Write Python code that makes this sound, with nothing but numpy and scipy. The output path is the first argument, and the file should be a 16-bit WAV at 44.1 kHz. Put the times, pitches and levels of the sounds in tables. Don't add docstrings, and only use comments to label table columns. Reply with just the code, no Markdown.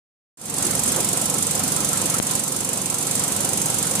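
import sys
import numpy as np
from scipy import signal
from scipy.fft import rfft, irfft
from scipy.io import wavfile

SR = 44100
rng = np.random.default_rng(int(sys.argv[2]) if len(sys.argv) > 2 else 0)


def int16_out(signal):
    q = np.round(np.clip(np.atleast_2d(signal).T, -1, 1) * 32767)
    wavfile.write(sys.argv[1], SR, q.astype(np.int16))


def attenuation_scalar(level_db):
    decades = np.asarray(level_db, float) / 20
    return 10 ** decades


N = 176400


def rms_one(x):
    return x / np.sqrt(np.mean(x ** 2) + 1e-20)


def in_time(rows):
    return np.interp(np.arange(N) / SR, *np.transpose(rows))


def at_hz(points, hz):
    table_hz, value = np.transpose(points)
    return np.interp(np.log(hz), np.log(table_hz), value)


def colour(x, points):
    return irfft(rfft(x) * attenuation_scalar(at_hz(points, np.fft.rfftfreq(N, 1 / SR) + 1)), N)


def drift(rate):
    r = np.exp(-80 * np.pi * rate / SR)
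    noise = rng.standard_normal(N // 40 + 2002)
    slow = signal.lfilter([1], [1, -2 * r, r * r], noise)[2000:]
    return np.interp(np.arange(N) / 40, np.arange(len(slow)), rms_one(slow))


def bumps(rows, width_s):
    t = np.arange(N) / SR
    return sum(db * np.exp(-.5 * ((t - s) / width_s) ** 2) for s, db in rows)


def ring(clicks, hz, t60):
    r, w = attenuation_scalar(-60 / (t60 * SR)), 2 * np.pi * hz / SR
    return signal.lfilter([0, np.sin(w)], [1, -2 * r * np.cos(w), r * r], clicks + 1e-18)


# (time [s], speed [turns/s])
SPEED = [(0, 23.73), (2.5, 23.73), (2.8, 23.74), (4, 23.74)]
FIRST_STRIKE_S = .0345


def shaft_turns():
    speed = in_time(SPEED)
    return np.cumsum(speed) / SR - FIRST_STRIKE_S * speed[0]


# (time after contact [ms], left level [dB], right level [dB])
BOUNCES = [(0, 1, 2), (1.1, -1, -1), (1.55, -2, 1), (2.4, -3, -1), (3.2, -4, -2), (3.7, -2, -9),
           (4.5, -6, -5), (5.9, -4, -4), (6.3, -9, -3), (7.4, -9, -5), (7.9, -7, -5), (9.3, -8, -8),
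           (11.5, -8, -10), (12.8, -10, -9)]
BOUNCE_T60_S = .005
SCATTER_DB, SCATTER_T60_S = -21, .07


def paths():
    size = SR // 8
    dying_db = -60 * np.arange(size) / SR
    out = attenuation_scalar(SCATTER_DB + dying_db / SCATTER_T60_S) * rng.standard_normal((2, size))
    for ms, *side_db in BOUNCES:
        burst = attenuation_scalar(dying_db[:200] / BOUNCE_T60_S) * rng.standard_normal((2, 200))
        burst /= np.sqrt(np.sum(burst ** 2, axis=1, keepdims=True))
        start = int(ms * SR / 1000)
        out[:, start:][:, :200] += attenuation_scalar(np.array(side_db))[:, None] * burst
    return out


# (frequency [Hz], level [dB])
STRIKE_EDGE = [(3000, 0), (4500, 8), (7000, 3), (9000, 3), (11900, 2), (12500, 3)]


def strike_contact(at, strike):
    train = np.zeros((1, N))
    train[0, at] = strike
    heard = signal.fftconvolve(train, paths(), axes=1)[:, :N]
    return colour(heard, STRIKE_EDGE)


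# (time [s], level [dB])
RUBS = [
    (.568, 4.5),
    (.652, 5),
    (.864, 5.5),
    (.89, 7),
    (1.62, -4),
    (2.17, 0),
    (3.012, 4),
    (3.18, 3),
    (3.56, 1),
    (3.6, 3),
]
RUB_S = .007
FIZZ_DB, FIZZ_SHARED = -23.5, 0.3
FIZZ_PER_S, FIZZ_SIZE_DB = 9000, 1.8
FIZZ_SWELL_DB, SWELL_SPREAD_DB = 3.5, 1.5
SWELL_AFTER_TURN, SWELL_WIDTH_TURN = .66, .05


def bearing_fizz(turn):
    mood_db = SWELL_SPREAD_DB * rng.standard_normal(200)[turn.astype(int)]
    bell = np.exp(-.5 * ((turn % 1 - SWELL_AFTER_TURN) / SWELL_WIDTH_TURN) ** 2)
    swell_db = bumps(RUBS, RUB_S) + (FIZZ_SWELL_DB + mood_db) * bell
    sizes = attenuation_scalar(FIZZ_SIZE_DB * np.minimum(rng.exponential(1, (3, N)), 5))
    sizes *= rng.choice([-1, 1], (3, N))
    grit = rms_one(sizes * (rng.random((3, N)) < FIZZ_PER_S / SR))
    level = attenuation_scalar(FIZZ_DB + swell_db + 0.098 * drift(60))
    return level * (grit[:2] + FIZZ_SHARED * grit[2])


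GUARD_HZ = [6330, 6505, 7305, 7710, 8105, 8442, 9185, 9440, 9600, 9780, 9945, 10105, 11280, 11850]
# (level [dB], t60 [s], extra drive by the fizz [dB])
GUARD = [(-7.5, 0.13, 2.5), (-34.5, 0.21, 20.5), (-5.5, 0.045, 1), (-40, 0.017, 0), (7.5, 0.075, -8),
         (-3.5, 0.094, 5.5), (-22, 0.024, -4), (-23, 0.066, 4), (1.5, 0.078, -23), (-6, .05, -10),
         (-6, 0.086, 3), (7, 0.028, 5.5), (-10, 0.02, 12), (2, 0.035, -0.5)]
# (frequency [Hz], density [dB per Hz])
CRACK = [(1200, -21), (5000, -15.5), (6500, -4.5), (9500, 5.5), (10400, -7), (11900, -4.5), (12200, -13),
         (15500, -19.5)]
# (frequency [Hz], level [dB])
LEFT_STRIKE = [(7500, 0), (8800, -4), (11000, -5), (15500, -4)]
# (frequency [Hz], level [dB])
FIZZ_EDGE = [(6000, -1), (8000, -1), (10200, 0), (10700, 3), (11300, 0), (12000, 0), (12600, 6), (15500, 4)]
STRIKE_DB, STRIKE_SPREAD_DB, STRIKE_JITTER_S = 2.5, .7, .00006
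MODES_DB, MODE_SPREAD_DB, MODE_LAG_S = -29, 2.5, .0018
FIZZ_MODES_DB = -9.5


def guard(turn):
    at = np.flatnonzero(np.diff(np.floor(turn)) > 0)
    luck = rng.standard_normal((len(at), len(GUARD) + 2))
    at = at + (luck[:, 0] * STRIKE_JITTER_S * SR).astype(int)
    strike = attenuation_scalar(STRIKE_DB + STRIKE_SPREAD_DB * luck[:, 1])
    fizz = bearing_fizz(turn)
    left, right = strike_contact(at, strike)
    metal = colour([colour(left, LEFT_STRIKE), right] + colour(fizz, FIZZ_EDGE), CRACK)
    lags = (rng.random((len(GUARD), 2)) * MODE_LAG_S * SR).astype(int)
    for k, (hz, (level_db, t60, fizz_db)) in enumerate(zip(GUARD_HZ, GUARD)):
        drive = attenuation_scalar(FIZZ_MODES_DB + fizz_db) * fizz
        for side in range(2):
            hit_db = MODE_SPREAD_DB * luck[:, k + 2] + (2 - side) * at_hz(LEFT_STRIKE, hz)
            drive[side, np.minimum(at + lags[k, side], N - 1)] += strike * attenuation_scalar(hit_db)
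        metal += attenuation_scalar(MODES_DB + level_db) * ring(drive, hz, t60)
    return metal


# (multiple of shaft speed, left level [dB], right level [dB])
SHAFT = [(3, -63, -62), (4, -54, -54), (5, -51, -49), (6, -44, -41), (7, -44, -40), (8, -42, -42),
         (9, -44, -43), (10, -56, -59), (11, -53, -53), (12, -51, -44), (13, -57, -53), (14, -56, -50),
         (16, -56, -53), (20, -46, -47), (21, -47, -60), (22, -54, -53), (23, -55, -66), (25, -55, -59)]
# (shaft speeds above the hum, left level [dB], right level [dB])
HUM = [(0, -49, -41), (1, -48, -49), (2, -46.5, -43), (3, -82, -110), (4, -53.5, -44), (5, -48, -46.5),
       (6, -49, -45.5), (7, -52, -43.5), (10, -74, -65), (18, -56, -45)]
HUM_HZ, LINE_WANDER_DB = 100.1, 1.5
BLADE_LAG_TURN, PHASE_SCATTER = 0.198, 1.65


def motor(turn):
    out = np.zeros((2, N))
    mains = HUM_HZ * np.arange(N) / SR
    for rows, base in ((SHAFT, 0 * mains), (HUM, mains)):
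        for k, *side_db in rows:
            phase = 2 * np.pi * (base + round(k) * (turn - BLADE_LAG_TURN))
            phase = phase + PHASE_SCATTER * rng.standard_normal() + 0.22 * drift(1.8)
            line = np.sqrt(2) * attenuation_scalar(LINE_WANDER_DB * drift(5.2)) * np.cos(phase)
            out += attenuation_scalar(np.array(side_db))[:, None] * line
    return out


# (frequency [Hz], density [dB per Hz])
AIR = [(30, -20), (80, -12.5), (130, -8.5), (280, -3), (420, -9), (1250, -12), (1600, -14), (5000, -14),
       (15500, -19.5)]
# (frequency [Hz], correlation)
LIKENESS = [(60, .98), (130, .95), (290, .82), (640, .5), (1400, .12), (15000, .05)]
# (time [s], level [dB])
GUSTS = [
    (.98, 4.6),
    (1.15, 1.3),
    (1.36, 2.2),
    (1.56, 3.3),
    (1.73, 1.5),
    (2.93, 3.6),
    (3.46, 2.3),
]
AIR_DB, AIR_SMOOTH_HZ = -27.5, 2000
GUST_S, GUST_TOP_HZ = 0.015, 1500


def rush(patchy_db, gust_db):
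    out, together = 0, drift(2.5)
    edges = 25 * 2 ** np.arange(0, 9.6, .5)
    white = rng.standard_normal((2, 2, N))
    for k, (low, high) in enumerate(zip(edges, edges[1:])):
        band = signal.butter(2, [low, high], "band", fs=SR, output="sos")
        mid, side = signal.sosfilt(band, white[k % 2])
        hz = np.sqrt(low * high)
        alike = np.clip(at_hz(LIKENESS, hz), 0, 1)
        flicker_db = patchy_db * (0.19 * together + drift(10.4)) / (1 + hz / AIR_SMOOTH_HZ)
        gain = attenuation_scalar(at_hz(AIR, hz) + flicker_db + gust_db * (300 < hz < GUST_TOP_HZ))
        out = out + gain * (np.sqrt(1 + alike) * mid + np.sqrt(1 - alike) * side * [[1], [-1]])
    return attenuation_scalar(AIR_DB) * rms_one(out)


# (frequency [Hz], width [Hz], level [dB])
DUCT = [(502, 75, -46), (762, 113, -42.5), (1023, 140, -43.5), (1321, 38, -45)]
# (time [s], level [dB])
HOOTS = [
    (1.36, 5.5),
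    (1.78, 12),
    (1.94, 16.7),
    (2.15, 14.8),
    (2.75, 5.2),
    (2.95, 3.4),
]
HOOT_S = 0.013


def duct(gust_db):
    out = np.zeros((2, N))
    for hz, width_hz, level_db in DUCT:
        tone = rms_one(ring(rng.standard_normal((2, N)), hz, 2.23 / width_hz))
        lift_db = bumps(HOOTS, HOOT_S) if hz == DUCT[-1][0] else gust_db
        gain = attenuation_scalar(level_db + 2.55 * drift(14.6) + lift_db)
        out += gain * (tone[0] + .5 * tone[1] * [[1], [-1]])
    return out


def air(patchy_db):
    gust_db = bumps(GUSTS, GUST_S)
    return rush(patchy_db, gust_db) + duct(gust_db)


# (frequency [Hz], level [dB], t60 [s])
SHELL = [(3100, -26, .012), (4070, -23, .015), (6100, -26, .01), (8300, -23, .012)]
KNOCK_S, KNOCK_DB = 2.20024, -1
PORT_HZ, PORT_TOP_HZ = 205, 7000


def knock():
    click = np.zeros(N)
    click[int(KNOCK_S * SR)] = attenuation_scalar(KNOCK_DB)
    vent = signal.butter(2, PORT_HZ, "high", fs=SR, output="sos")
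    step = signal.sosfilt(vent, np.cumsum(click))
    step = signal.sosfilt(signal.butter(1, PORT_TOP_HZ, fs=SR, output="sos"), step)
    return step + sum(attenuation_scalar(db) * ring(click, hz, t60) for hz, db, t60 in SHELL)


# (time [s], level [dB])
GAIN = [(0, -2.5), (1.0, 0.5), (1.1, -0.5), (2.14, 0), (2.191, 0), (2.196, -8), (2.21, -8), (2.225, -2.5),
        (2.36, 0.5), (2.42, -2.5), (3.0, -3), (3.14, -0.63), (4, -0.5)]
FADE_START_S, FADE_END_S, FADE_FIRST = .3735, 0.64, 0.043
# (frequency [Hz], level [dB])
LEFT_SHADE = [(300, -2), (700, 0.5), (1400, -4), (4500, -1), (7700, 1.5), (8300, -5.5), (9200, -11.5),
              (15500, -11)]
LEFT_LAG_SAMPLES = -2


def scene():
    turn = shaft_turns()
    left, right = guard(turn) + air(patchy_db=3.0)
    left = np.roll(colour(left, LEFT_SHADE), LEFT_LAG_SAMPLES)
    fan = np.array([left, right]) + motor(turn)
    fade_s = [FADE_START_S - .002, FADE_START_S, FADE_END_S]
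    fade = np.interp(np.arange(N) / SR, fade_s, [0, FADE_FIRST, 1])
    return fan * fade * attenuation_scalar(in_time(GAIN)) + knock() * [[1], [0]]


def low_pass(x):
    return signal.sosfilt(signal.butter(12, 15950, fs=SR, output="sos"), x)


def record(dry):
    cut = signal.sosfilt(signal.cheby2(16, 60, 15900, fs=SR, output="sos"), dry)
    cut = signal.sosfilt(signal.butter(2, 45, "high", fs=SR, output="sos"), cut)
    return low_pass(cut)


dry = scene()
out = record(dry)
int16_out(out)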